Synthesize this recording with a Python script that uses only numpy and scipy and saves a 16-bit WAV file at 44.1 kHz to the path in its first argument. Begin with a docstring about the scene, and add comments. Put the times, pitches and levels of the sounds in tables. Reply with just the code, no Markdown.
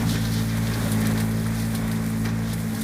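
"""Diesel tractor dragging a steel frame

A small three-cylinder tractor pulls a drag frame over a dry pasture, away from the microphone.
Firing pulses ring the exhaust and gate the noise of the clattering block. The frame and its wire mesh
scrape over grass and clods (gritty noise), tap and knock on stones and rattle (bursts, ringing modes).
Wind puffs rumble at the microphone (low noise of varying level)."""
import sys
import numpy as np
from scipy import signal
from scipy.fft import rfft, irfft
from scipy.io import wavfile
from scipy.ndimage import uniform_filter1d

SR = 44100
rng = np.random.default_rng(int(sys.argv[2]) if len(sys.argv) > 2 else 0)


def generate_wav(sig):
    """Save sig (samples, or channels by samples) to the path in sys.argv[1] as 16-bit PCM at SR."""
    pcm = np.round(np.clip(np.atleast_2d(sig).T, -1, 1) * 32767).astype(np.int16)
    wavfile.write(sys.argv[1], SR, pcm)


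def field_ratio(decibels):
    """Amplitude ratio for a level in dB (20 dB per decade); scalars and array-likes work."""
    return 10 ** (np.asarray(decibels, dtype=float) / 20)


N = 124803


def curve(table, col):
    """One column of a table, interpolated over time."""
    rows = np.array(table, float)
    return np.interp(np.arange(N) / SR, rows[:, 0], rows[:, col])


def unit(x):
    """Scale to rms 1."""
    return x / np.sqrt(np.mean(x ** 2))


def colour(x, points):
    """Minimum-phase filter with the given (Hz, dB) response, made by folding the cepstrum."""
    rows, size = np.array(points, float), 8192
    hz = np.maximum(np.arange(size // 2 + 1) * SR / size, 1)
    response_db = np.interp(np.log(hz), np.log(rows[:, 0]), rows[:, 1])
    cepstrum = irfft(response_db * np.log(10) / 20)
    cepstrum[1:size // 2] *= 2
    cepstrum[size // 2 + 1:] = 0
    impulse = irfft(np.exp(rfft(cepstrum)))
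    return signal.fftconvolve(x, impulse)[:len(x)]


def walk(rate_hz):
    """Slow random drift, spread near 1: held random steps, smoothed twice."""
    hold = max(int(SR / rate_hz), 1)
    steps = np.repeat(rng.standard_normal(N // hold + 1), hold)
    return 1.3 * uniform_filter1d(uniform_filter1d(steps, hold), hold)[:N]


def flickering(x, points, shared_db, own_db, rate_hz):
    """Coloured sound whose octave bands waver together and alone, at rms 1."""
    spectrum = rfft(colour(x, points))
    hz = np.maximum(np.arange(N // 2 + 1) * SR / N, 1)
    out, shared = 0, walk(rate_hz)
    for centre_hz in 40 * 2. ** np.arange(9):
        octaves_off = np.clip(np.log2(hz / centre_hz), -1, 1)
        band = irfft(spectrum * np.cos(np.pi / 2 * octaves_off) ** 2, N)
        out = out + band * field_ratio(shared_db * shared + own_db * walk(rate_hz))
    return unit(out)


def gritty():
    """Steady noise plus 250 decaying ticks of noise a second, of uneven strength."""
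    hit = rng.random(N) < 250 / SR
    strength = hit * field_ratio(4 * rng.exponential(size=N))
    tick_decay_s = 0.0029
    envelope = signal.lfilter([1], [1, -np.exp(-1 / (tick_decay_s * SR))], strength)
    ticks = envelope * rng.standard_normal(N)
    return rng.standard_normal(N) + field_ratio(-7.5) * unit(ticks)


def blows(rows, octaves, modes, ring_db, ring_t60_s):
    """Each blow (s, dB, centre Hz, t60 s) is a grainy noise burst; modes near its centre ring."""
    size, rise_s, grain_db = 8192, .0015, 1.8
    out = np.zeros(N + size)
    t, hz = np.arange(size) / SR, np.maximum(np.arange(size // 2 + 1) * SR / size, 1)
    ring_decay = np.exp(-np.log(1000) * t / ring_t60_s)
    rise = 1 - np.exp(-t / rise_s)  # builds over a few links

    def near(f, centre_hz):
        """Bell on the octave scale: 1 at the centre."""
        return np.exp(-.5 * (np.log2(f / centre_hz) / octaves) ** 2)

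    for start_s, db, centre_hz, t60_s in rows:
        noise = rng.standard_normal(size)
        burst = unit(irfft(rfft(noise) * near(hz, centre_hz), size)) / 2
        burst *= field_ratio(grain_db * np.repeat(rng.standard_normal(size // 64), 64))
        burst *= np.exp(-np.log(1000) * t / max(t60_s, .005))
        for mode in modes:
            mode_hz, mode_db = mode[:2]
            gain = field_ratio(ring_db + mode_db / 2) * near(mode_hz, centre_hz) * rng.standard_normal() / 2
            detuned_hz = mode_hz * (1 + 0.0095 * rng.standard_normal())
            burst += gain * np.sin(2 * np.pi * detuned_hz * t) * ring_decay
        i = int(start_s * SR)
        out[i:i + size] += field_ratio(db) * burst * rise
    return out[:N]


# Each row: time in s, firing rate in Hz before jitter, then levels in dB before the exhaust trim
# of orders 1-2, order 3, order 4 and order 5.
ENGINE_ORDERS = [(0.0, 57.9, -28, -30, -34, -32), (0.05, 55.8, -24, -29, -32, -34),
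                 (0.08, 55.8, -28, -27, -33, -34), (0.24, 55.6, -27, -32, -34, -36),
                 (0.4, 55.8, -26, -30, -31, -35), (0.74, 55.9, -27, -31, -34, -41),
                 (0.87, 54.5, -27, -32, -32, -37), (0.98, 54.5, -26, -29, -27, -35),
                 (1.57, 55.8, -28, -32, -31, -40), (1.98, 55.2, -31, -30, -30, -38),
                 (2.21, 55.4, -28, -32, -29, -38), (2.33, 55.9, -28, -31, -32, -38),
                 (2.55, 55.9, -30, -31, -35, -43), (2.69, 54.7, -33, -30, -30, -41),
                 (2.77, 54.8, -37, -48, -32, -38), (2.79, 54.8, -28, -41, -31, -38),
                 (2.83, 55.0, -45, -32, -30, -38)]
# Levels of the orders above the fifth, which bark while the engine labours.
# Each row: time in s, level in dB before the exhaust trim.
BARK = [(0, -46), (.3, -47), (.85, -45), (1.05, -38.5), (1.38, -38.5), (1.55, -47), (2.0, -44), (2.4, -45),
        (2.83, -48)]
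# Exhaust response. Each row: multiple of the mean firing rate, relative level in dB.
EXHAUST_RESPONSE = [(1, -9), (2, 0), (3, -3), (4, -2), (5, -10), (6, -26), (7, -19), (8, -20), (9, -25),
                    (10, -25), (11, -27)]
# Borders between the order bands, in Hz.
ORDER_SPLIT_HZ = (150, 205, 260, 345)
# Delay of each order band in s: higher orders leave the muffler later.
MUFFLER_LAG_S = (0, .0037, .00655, .0068, .0084)
# Firing strength of each cylinder in turn, in dB before scatter.
CYLINDER_DB = (3, 2.5, 1.6)
# Block clatter and fan roar. Each row: frequency in Hz, relative level in dB.
CLATTER_COLOUR = [(250, -26.5), (310, -7.5), (345, -14), (404, -5), (618, -11), (700, -12), (830, -10.5),
                  (1200, -12), (1600, -11.5), (1950, -11.5), (2350, -16), (2700, -17.5), (3900, -40.5),
                  (6600, -98)]
# Levels for engine(), scrape() and taps(). Each row: time in s, then levels in dB before each
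# layer's trim of clatter, mesh hiss and clod crunch.
DRAG_LEVELS = [(0.0, -32, -40.5, -37.5), (0.05, -36, -43, -42.5), (0.1, -33.5, -39, -33.5),
               (0.16, -34.5, -43, -34), (0.2, -36.5, -42, -36.5), (0.48, -36.5, -42.5, -41),
               (0.58, -34, -41.5, -38.5), (0.6, -36, -43, -42), (0.73, -33.5, -40.5, -41),
               (0.78, -33, -40.5, -42.5), (0.85, -34, -39.5, -40), (0.94, -33.5, -39.5, -43),
               (1.12, -33.5, -41, -39.5), (1.13, -36.5, -44, -44), (1.18, -33, -40, -39.5),
               (1.28, -36.5, -43.5, -45), (1.74, -38, -42.5, -46.5), (1.75, -32, -38, -41),
               (1.76, -37, -42, -43), (1.82, -36.5, -43.5, -47), (2.14, -38, -43.5, -47.5),
               (2.24, -41, -43.5, -49), (2.25, -32.5, -41, -43), (2.31, -37.5, -47.5, -47.5),
               (2.45, -39, -45, -48), (2.54, -37, -43, -38), (2.55, -38.5, -44, -49), (2.57, -39, -43, -47),
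               (2.72, -39, -45.5, -46.5), (2.83, -37.5, -41, -44)]


def engine():
    """Firings ring the exhaust; each one also gates the clatter of the block."""
    jitter, scatter_db = .002, .6
    lead = 8192  # samples of firing before the start
    firing_hz = curve(ENGINE_ORDERS, 1) * (1 + jitter * walk(25))
    phase = np.cumsum(np.r_[np.full(lead, firing_hz[0]), firing_hz]) / SR
    firings = np.flatnonzero(np.diff(np.floor(phase)))
    pulses = np.zeros(N + lead)
    strength_db = np.resize(CYLINDER_DB, len(firings)) + scatter_db * rng.standard_normal(len(firings))
    pulses[firings] = field_ratio(strength_db)

    mean_hz = firing_hz.mean()
    pipe = [(5.6, -58)] + [(k * mean_hz, db) for k, db in EXHAUST_RESPONSE] + [(1200, -53.5)]
    note = colour(pulses, pipe)
    lows = [0]
    for split_hz in ORDER_SPLIT_HZ:
        lowpass = signal.cheby2(10, 40, split_hz, fs=SR, output="sos")
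        lows.append(signal.sosfiltfilt(lowpass, note))
    lows.append(note)
    levels_db = [curve(ENGINE_ORDERS, k) for k in range(2, 6)] + [curve(BARK, 1)]
    exhaust = 0
    for low, high, lag_s, db in zip(lows, lows[1:], MUFFLER_LAG_S, levels_db):
        band = np.roll(high - low, int(lag_s * SR))[lead:]
        exhaust = exhaust + unit(band) * field_ratio(db)
    exhaust = exhaust * field_ratio(-0.1)

    gated_share, decay_periods = 0.35, 0.35
    gate = 1 - gated_share + gated_share * np.exp(-(phase[lead:] % 1) / decay_periods)
    noise = gate * rng.standard_normal(N)
    clatter = flickering(noise, CLATTER_COLOUR, shared_db=0.16, own_db=0.6, rate_hz=14)
    return exhaust + clatter * field_ratio(curve(DRAG_LEVELS, 1) - 1.0)


# Mesh in dry grass. Each row: frequency in Hz, relative level in dB.
HISS_COLOUR = [(2000, -38), (3200, -7.5), (5100, -4.5), (7000, -1.5), (10000, 0), (12200, -1), (14700, 3),
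               (16000, 4)]
# Clods breaking. Each row: frequency in Hz, relative level in dB.
CRUNCH_COLOUR = [(2000, -27), (3000, -3.5), (3700, -0.5), (4500, -3.5), (5500, -4.5), (7000, -9.5),
                 (10000, -44)]


def scrape():
    """Mesh hisses through dry grass and bars crunch the clods: two colours of gritty noise."""
    hiss = flickering(gritty(), HISS_COLOUR, shared_db=0.27, own_db=1.1, rate_hz=25)
    crunch = flickering(gritty(), CRUNCH_COLOUR, shared_db=1.0, own_db=2.3, rate_hz=25)
    return hiss * field_ratio(curve(DRAG_LEVELS, 2) + 1.2) + crunch * field_ratio(curve(DRAG_LEVELS, 3) - 0.5)


# Modes of the bars, for taps() and knocks(). Each row: frequency in Hz before drift or detuning,
# relative level in dB (halved in blows).
FRAME_MODES = [(440, -6.5), (580, -0.5), (800, 1.5), (1100, -1.5), (1420, -7), (1570, 1.5), (1810, 2.5),
               (1940, -4.5), (2140, -1.5), (2350, -2)]
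FRAME_T60_S = 0.12


def taps():
    """Stones tap the bars: random hits ring each frame mode and the lowest mesh mode."""
    hits_per_s, spread_db = 140, 2  # for each mode
    decay = np.exp(-np.log(1000) / (FRAME_T60_S * SR))
    out = 0
    for mode in FRAME_MODES + MESH_MODES[:1]:
        mode_hz, mode_db = mode[:2]
        hit = rng.random(N) < hits_per_s / SR
        strength = hit * field_ratio(spread_db * rng.exponential(size=N) + mode_db)
        kick = strength * np.exp(2j * np.pi * rng.random(N))  # random phase
        envelope = signal.lfilter([1], [1, -decay], kick)
        drifting_hz = mode_hz * (1 + .02 * walk(8))
        out = out + np.imag(envelope * np.exp(2j * np.pi * np.cumsum(drifting_hz) / SR))
    return unit(out) * field_ratio(curve(DRAG_LEVELS, 1) - 8)


# Each row: time in s, rumble level in dB.
WIND_LEVEL = [(0, -28.5), (.18, -32), (.26, -35), (.42, -34), (.55, -36.5), (.78, -31), (.88, -32),
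              (1.07, -33), (1.14, -37), (1.65, -38), (1.8, -33.5), (2.05, -37.5), (2.3, -38), (2.5, -36.5),
              (2.66, -38), (2.73, -32.5), (2.83, -33)]
# Each row: frequency in Hz, relative level in dB.
WIND_COLOUR = [(20, -18), (45, -7), (80, -4), (150, -1), (240, -2.5), (300, -10), (350, -24.5), (600, -48)]


def wind():
    """Low puffs of turbulence at the microphone: wavering low noise."""
    rumble = flickering(rng.standard_normal(N), WIND_COLOUR, shared_db=-1.0, own_db=0.9, rate_hz=17)
    return rumble * field_ratio(curve(WIND_LEVEL, 1))


RATTLE_OCTAVES, RING_DB, RING_T60_S = .42, -4, 0.076


def stray_rattles():
    """Seventy small rattles at random moments, short bursts without modes."""
    rows = [(when * N / SR, -42 + 8 * strength, 3500 * 4 ** pitch, .04)
            for when, strength, pitch in rng.random((70, 3))]
    return blows(rows, RATTLE_OCTAVES, [], RING_DB, RING_T60_S)


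# Dull knocks of the bars. Each row: start in s, level in dB, centre in Hz, burst T60 in s.
KNOCKS = [(0.029, -24.5, 690, 0.1), (0.154, -21, 1580, 0.1), (0.819, -27, 584, 0.12),
          (0.849, -25, 584, 0.14), (1.019, -27.5, 1880, 0.12), (1.049, -26.5, 1860, 0.11),
          (1.099, -28, 501, 0.12), (1.199, -27, 1620, 0.13), (1.459, -29.5, 1433, 0.12),
          (2.251, -29.5, 1780, 0.12), (2.287, -29, 1660, 0.12)]


def knocks():
    """Bars knock dully: each blow rings the frame modes near its centre."""
    return blows(KNOCKS, octaves=.5, modes=FRAME_MODES, ring_db=-8.5, ring_t60_s=FRAME_T60_S)


# Mesh and chain rattles. Each row: start in s, body level in dB, sizzle level in dB before trim,
# burst T60 in s.
RATTLES = [(0.0917, -25, -35.5, 0.09), (0.11, -28, -35.5, 0.12), (0.139, -28, -39, 0.083),
           (0.2494, -26, -42, 0.078), (0.3188, -37, -36, 0.09), (0.3371, -26, -33, 0.063),
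           (0.3794, -27.5, -41, 0.07), (0.5692, -34, -37, 0.072), (0.7344, -25, -42, 0.09),
           (0.9162, -27, -27.5, 0.073), (0.9278, -34, -47, 0.09), (1.004, -38, -33, 0.078),
           (1.0116, -31, -40, 0.083), (1.0544, -26, -45, 0.069), (1.1099, -33, -38.5, 0.09),
           (1.1746, -29.5, -34.5, 0.09), (1.1994, -29, -32, 0.09), (1.3094, -32.5, -37, 0.07),
           (1.4642, -33, -37, 0.1), (1.5494, -40, -39, 0.09), (1.5974, -35, -36, 0.098),
           (1.6494, -37, -41, 0.087), (1.7068, -46, -42, 0.076), (1.7489, -26.5, -33, 0.075),
           (1.8764, -42, -38, 0.09), (1.9135, -30, -35.5, 0.095), (2.0989, -41, -40, 0.098),
           (2.2511, -26, -39, 0.071), (2.288, -33, -45, 0.09), (2.4892, -40, -42, 0.09),
           (2.5303, -32, -30, 0.079), (2.5988, -36, -38, 0.09), (2.7469, -33, -39, 0.082),
           (2.8117, -29.5, -32, 0.09)]
# Each row: frequency in Hz before drift or detuning, relative level in dB (halved in blows),
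# T60 in s (not read).
MESH_MODES = [(3510, -17, 0.13), (6030, 8, 4.6), (7960, -40, 0.35), (8640, -3, 0.018), (9520, -5, 0.081),
              (10350, -8, 0.24), (11240, -8, 0.07), (11750, -5, 0.071), (13970, -18, 0.25)]


def rattles():
    """Mesh and chain rattle: a body and a sizzle burst each, ringing the mesh modes."""
    body_hz, sizzle_hz, sizzle_trim_db = 3960, 10000, 5.5
    rows = [(s, body_db, body_hz, t60_s) for s, body_db, _, t60_s in RATTLES]
    rows += [(s, sizzle_db + sizzle_trim_db, sizzle_hz, t60_s) for s, _, sizzle_db, t60_s in RATTLES]
    return blows(rows, RATTLE_OCTAVES, MESH_MODES, RING_DB, RING_T60_S)


def scene():
    """All sources, one microphone."""
    return (engine() + scrape() + taps() + wind() + stray_rattles() + knocks() + rattles())[None]


def band_limit(x):
    """A steep low-pass at the top of the band."""
    return signal.sosfilt(signal.butter(12, 16520, fs=SR, output="sos"), x)


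# Microphone response. Each row: frequency in Hz, level in dB.
MIC_RESPONSE = [(15, -4), (40, 0), (80, 0.5), (2350, -1), (2800, -4.5), (3250, -1), (14000, -1.5)]


def record(dry):
    """Microphone colour with a dip from its housing, then the top cut off at 15480 Hz."""
    top_cut = signal.ellip(10, .2, 70, 15480, fs=SR, output="sos")
    mix = signal.sosfilt(top_cut, colour(dry[0], MIC_RESPONSE))
    return band_limit(mix[None])


dry = scene()
out = record(dry)
generate_wav(out)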